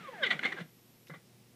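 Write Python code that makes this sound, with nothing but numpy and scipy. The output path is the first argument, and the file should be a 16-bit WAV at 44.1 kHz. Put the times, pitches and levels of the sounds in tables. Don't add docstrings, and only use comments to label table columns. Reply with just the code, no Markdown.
import sys
import numpy as np
from scipy import signal
from scipy.fft import rfft, irfft
from scipy.io import wavfile
from scipy.ndimage import uniform_filter1d

SR = 44100
rng = np.random.default_rng(int(sys.argv[2]) if len(sys.argv) > 2 else 0)


def put_to_file(sound):
    columns = np.atleast_2d(sound).T
    safe = np.clip(columns, -1, 1)
    whole_steps = np.round(safe * 32767)
    wavfile.write(sys.argv[1], SR, whole_steps.astype(np.int16))


N = 68355
FFT_SIZE = 81920
TIME_S = np.arange(N) / SR
FREQ_HZ = np.maximum(np.arange(FFT_SIZE // 2 + 1) * SR / FFT_SIZE, 1e-3)

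# time_s, step_rate_hz
STEP_RATE = [(0, 1400), (.09, 1065), (.14, 875.7), (.2, 661), (.24, 510.5), (.275, 397.1), (.31, 243),
             (.35, 164.8), (.39, 135.1), (.42, 141.4), (.452, 235.2), (.485, 373), (.525, 484.2),
             (.545, 395.4), (.565, 295.1), (.615, 168.3), (.665, 155.4)]
# time_s, level_db
WHINE_LEVEL = [(0, -53), (.025, -62.5), (.047, -47.5), (.065, -54), (.088, -44), (.112, -68), (.14, -47.5),
               (.165, -58), (.2, -46.5), (.236, -40), (.255, -46.5), (.28, -46.5), (.3, -68), (.35, -45),
               (.378, -48.5), (.39, -90), (.44, -54), (.452, -39), (.465, -55.5), (.485, -45), (.51, -88),
               (.545, -46), (.565, -55.5), (.62, -56.5), (.66, -51), (.672, -78)]
# step_multiple, relative_db
WHINE_OVERTONES = [(1.5, -25), (2, -17.5), (3, -17)]
# time_s, step_multiple, level_db, half_length_s
WHINE_SWELLS = [(0.093, .5, -46, 0.0051), (0.12, .5, -54.5, 0.022), (0.063, 2, -67, 0.0098),
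                (0.156, 2, -52.5, 0.011), (0.205, 2.5, -51.5, 0.023), (0.2344, 2, -44, 0.0057),
                (0.2372, 3, -29, 0.0079), (0.2435, 4, -29.5, 0.0055), (0.2391, 6, -33.5, 0.0075),
                (0.2371, 7, -31.5, 0.0034), (0.2407, 10, -53, 0.0055), (0.316, 3, -45.5, 0.0079),
                (.585, 7, -47.5, 0.0055)]
# time_s, level_db
SCREW_LEVEL = [(0, -52), (.12, -54), (.2, -52), (.33, -42), (.38, -52.5), (.47, -43), (.56, -53.5),
               (.61, -44.5), (.69, -96)]
# freq_hz, relative_db
SCREW_SPECTRUM = [(70, -68), (160, 6), (350, -1.5), (700, -4), (950, -9), (1650, -4), (2050, -1.5),
                  (2600, -9.5), (3300, -10.5), (4500, -21), (8000, -30.5), (15000, -48)]
# pitch_hz, level_db
HUM_PARTIALS = [(119.8, -70), (241, -77), (360, -76.5), (480, -81)]
# time_s, gain_db
HUM_GAIN = [(0, -1), (.9, -1), (1.4, 1)]
# freq_hz, relative_db
ROOM_TONE_SPECTRUM = [(25, -22.5), (75, -16.5), (105, -7), (190, -2.5), (300, -9), (450, -13), (850, -18.5),
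                      (1400, -23.5), (2300, -20.5), (4600, -23), (5400, -21.5), (6300, -25), (10000, -26),
                      (15000, -28)]
# peak_s, level_db, rise_s, fall_s, roughness (0-1), plate_hz, bass_db, treble_db
CARRIAGE_RATTLES = [(0.237, -31, 0.0057, 0.0088, 0.57, 2010, -7, -2),
                    (0.251, -34, 0.0034, 0.013, 0.44, 2190, 9, 17),
                    (.268, -30, 0.0045, 0.0055, 0.05, 1990, -33, -5),
                    (0.31, -24.5, 0.0043, 0.0086, 0.17, 1977, -5.5, 0),
                    (0.326, -32, 0.0028, 0.0063, 0.23, 2018, -6, -8.5),
                    (0.443, -33.5, 0.0036, 0.0093, 0.77, 1720, 3, 5),
                    (0.4534, -29, 0.0039, 0.0052, 0.35, 2067, 0.5, -10.5),
                    (.476, -48, 0.0061, 0.02, 0.5, 2090, -32, -2),
                    (.525, -34, 0.0036, 0.0048, 0.38, 1896, -2, -9),
                    (0.581, -41, 0.0099, 0.0068, 0.42, 1614, 15.5, 1),
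                    (0.61, -51.5, 0.0051, 0.011, 0.3, 2014, 3, 3)]
# pitch_hz, width_hz, gain_db
FRAME_MODES = [(238, 390, -12), (490, 660, -6.5), (757, 82, -11.5), (1140, 230, 2), (1485, 155, 7),
               (1695, 130, 1.5), (2257, 45, 4.5), (2370, 37, 4), (2570, 540, -15.5), (2993, 240, 4),
               (3470, 240, 4.5), (3647, 320, 3), (3930, 450, -8)]
# bass_hz, mid_hz, treble_hz, top_hz
BALANCE_POINTS = [700, 2090, 3400, 6000]
# start_s, level_db, chatter_decay_s, plate_hz, bass_db, treble_db
BACKLASH_KNOCKS = [(0.392, -38, 0.0027, 1475, 0, -1), (0.3927, -37, 0.0017, 2100, -4, -7.5),
                   (0.4296, -38.5, 0.003, 1750, 4, -15), (0.4338, -34.5, 0.0024, 2090, -1.5, -6),
                   (0.456, -29.5, 0.0021, 2105, 4, 0.5), (0.4629, -32, 0.0041, 2110, -23, -3),
                   (1.097, -48, 0.0088, 1650, 19.5, -11), (1.1, -48.5, 0.022, 2054, 17, -8),
                   (1.137, -48, 0.015, 2016, 13.5, -5.5)]
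# peak_s, pitch_hz, level_db, rise_s, fall_s
RAIL_THUMPS = [(.617, 172, -39, .005, .0065), (1.12, 156, -44, .006, .011), (1.169, 165, -53, .007, .01)]
# start_s, level_db, centre_hz
FAINT_TICKS = [(1.0697, -60, 2220), (1.082, -61.5, 4260)]


def undb(db):
    return 10 ** (np.asarray(db) / 20)


def curve(rows):
    return np.interp(TIME_S, *np.array(rows).T)


def unit_rms(x):
    return x / np.sqrt(np.mean(x ** 2))


def filtered(x, response):
    return irfft(rfft(x, FFT_SIZE) * response)[:N]


def resonance(hz, width_hz):
    return 1 / (1 + 1j * (FREQ_HZ ** 2 - hz ** 2) / (FREQ_HZ * width_hz))


def equaliser(hz, db):
    return undb(np.interp(np.log(FREQ_HZ), np.log(hz), db))


def noise(spectrum):
    return unit_rms(filtered(rng.standard_normal(N), equaliser(*np.array(spectrum).T)))


def swell(peak_s, rise_s, fall_s):
    return np.exp(-.5 * ((TIME_S - peak_s) / np.where(TIME_S < peak_s, rise_s, fall_s)) ** 2)


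def decay(start_s, decay_s):
    return (TIME_S >= start_s) * np.exp(-np.abs(TIME_S - start_s) / decay_s)


def at_level(x, db):
    return x * undb(db) / np.sqrt(uniform_filter1d(x * x, size=353).max())


def motor_whine(steps):
    def partial(multiple):
        return np.sqrt(2) * np.sin(2 * np.pi * multiple * steps)

    def waver(depth_db):
        return undb(depth_db * noise([(10, 28), (50, 42), (250, -65), (1000, -87)]))

    tone = partial(1) * waver(depth_db=0.2225)
    tone += sum(undb(db) * waver(depth_db=2.3) * partial(k) for k, db in WHINE_OVERTONES)
    swells = sum(undb(db) * swell(peak_s, half_s, half_s) * partial(k)
                 for peak_s, k, db, half_s in WHINE_SWELLS)
    return tone * undb(curve(WHINE_LEVEL)) + swells


def screw_friction():
    return undb(curve(SCREW_LEVEL)) * noise(SCREW_SPECTRUM)


def mains_hum():
    hum = sum(undb(db) * np.sin(2 * np.pi * (hz * TIME_S + rng.random())) for hz, db in HUM_PARTIALS)
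    return np.sqrt(2) * hum * undb(curve(HUM_GAIN))


def room_tone(level_db=-63):
    return undb(level_db) * noise(ROOM_TONE_SPECTRUM)


def carriage_ring(force, plate_hz, bass_db, treble_db, contact_hz=4640):
    frame = sum(undb(db) * resonance(hz, width_hz) ** 2 for hz, width_hz, db in FRAME_MODES)
    plate = undb(17) * resonance(plate_hz, width_hz=95) * resonance(plate_hz, width_hz=1210)
    softness = 1 / np.sqrt(1 + (FREQ_HZ / contact_hz) ** 20)
    crack = undb(-25.5) * resonance(5650, width_hz=3700) ** 2
    balance = equaliser(BALANCE_POINTS, [bass_db, 0, treble_db, 0])
    return filtered(force, ((frame + plate) * softness + crack) * balance)


def carriage_rattles(steps, jitter_s=0.00033, scatter_db=4.5, scrape_db=5):
    step_times_s = np.interp(np.arange(1, int(steps[-1])), steps, TIME_S)
    out = 0
    for peak_s, db, rise_s, fall_s, roughness, plate_hz, bass_db, treble_db in CARRIAGE_RATTLES:
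        lateness, strength = rng.standard_normal((1024, 2))[:len(step_times_s)].T
        position = np.clip((step_times_s + roughness * jitter_s * lateness) * SR, 0, N - 2)
        gain = undb(roughness * scatter_db * strength)
        sample, share = position.astype(int), position % 1
        strikes = np.bincount(sample, gain * (1 - share), N) + np.bincount(sample + 1, gain * share, N)
        scrape = unit_rms(rng.standard_normal(N) * np.exp(-(steps % 1) / 0.6))
        force = unit_rms(strikes) + roughness * undb(scrape_db) * scrape
        force *= swell(peak_s, rise_s, fall_s)
        out += at_level(carriage_ring(force, plate_hz, bass_db, treble_db), db)
    return out


def backlash_knocks(chatter_gain=0.17):
    out = 0
    for start_s, db, decay_s, plate_hz, bass_db, treble_db in BACKLASH_KNOCKS:
        force = chatter_gain * rng.standard_normal(N) * decay(start_s, decay_s)
        force[int(start_s * SR)] += 1
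        out += at_level(carriage_ring(force, plate_hz, bass_db, treble_db), db)
    return out


def rail_thumps():
    out = 0
    for peak_s, hz, db, rise_s, fall_s in RAIL_THUMPS:
        tone = np.sqrt(2) * np.cos(2 * np.pi * hz * (TIME_S - peak_s))
        out += undb(db) * swell(peak_s, rise_s, fall_s) * tone
    return out


def driver_whistle(start_s=.64, end_s=1.105, fade_s=0.013, start_hz=11797, sag_hz_per_s=32, db=-72.5):
    gate = np.clip(np.minimum(TIME_S - start_s, end_s - TIME_S) / fade_s + .5, 0, 1)
    pitch_hz = start_hz - sag_hz_per_s * (TIME_S - start_s)
    return np.sqrt(2) * undb(db) * gate * np.sin(2 * np.pi * np.cumsum(pitch_hz) / SR)


def faint_ticks(width_hz=2900, decay_s=0.0088):
    out = 0
    for start_s, db, hz in FAINT_TICKS:
        burst = rng.standard_normal(N) * decay(start_s, decay_s)
        out += at_level(filtered(burst, resonance(hz, width_hz) ** 2), db)
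    return out


def workshop_reverb(x, t60_s=.2, delay_s=.004, wet_db=-14):
    tail = noise([(100, -14), (250, -8), (500, 0), (3000, 0), (12000, -6)])
    tail *= decay(delay_s, t60_s / np.log(1000))
    tail /= np.sqrt(np.sum(tail ** 2))
    return x + undb(wet_db) * filtered(x, rfft(tail, FFT_SIZE))


def scene():
    steps = np.cumsum(curve(STEP_RATE)) / SR
    machine = motor_whine(steps) + screw_friction() + carriage_rattles(steps)
    machine += backlash_knocks() + rail_thumps() + faint_ticks()
    low_cut = 1 / np.sqrt(1 + (125 / FREQ_HZ) ** 12)
    machine = filtered(machine, low_cut)
    return (workshop_reverb(machine) + driver_whistle() + mains_hum() + room_tone())[None]


def record(dry):
    return signal.sosfilt(signal.ellip(12, .1, 70, 15450, fs=SR, output="sos"), dry)


dry = scene()
out = record(dry)
put_to_file(out)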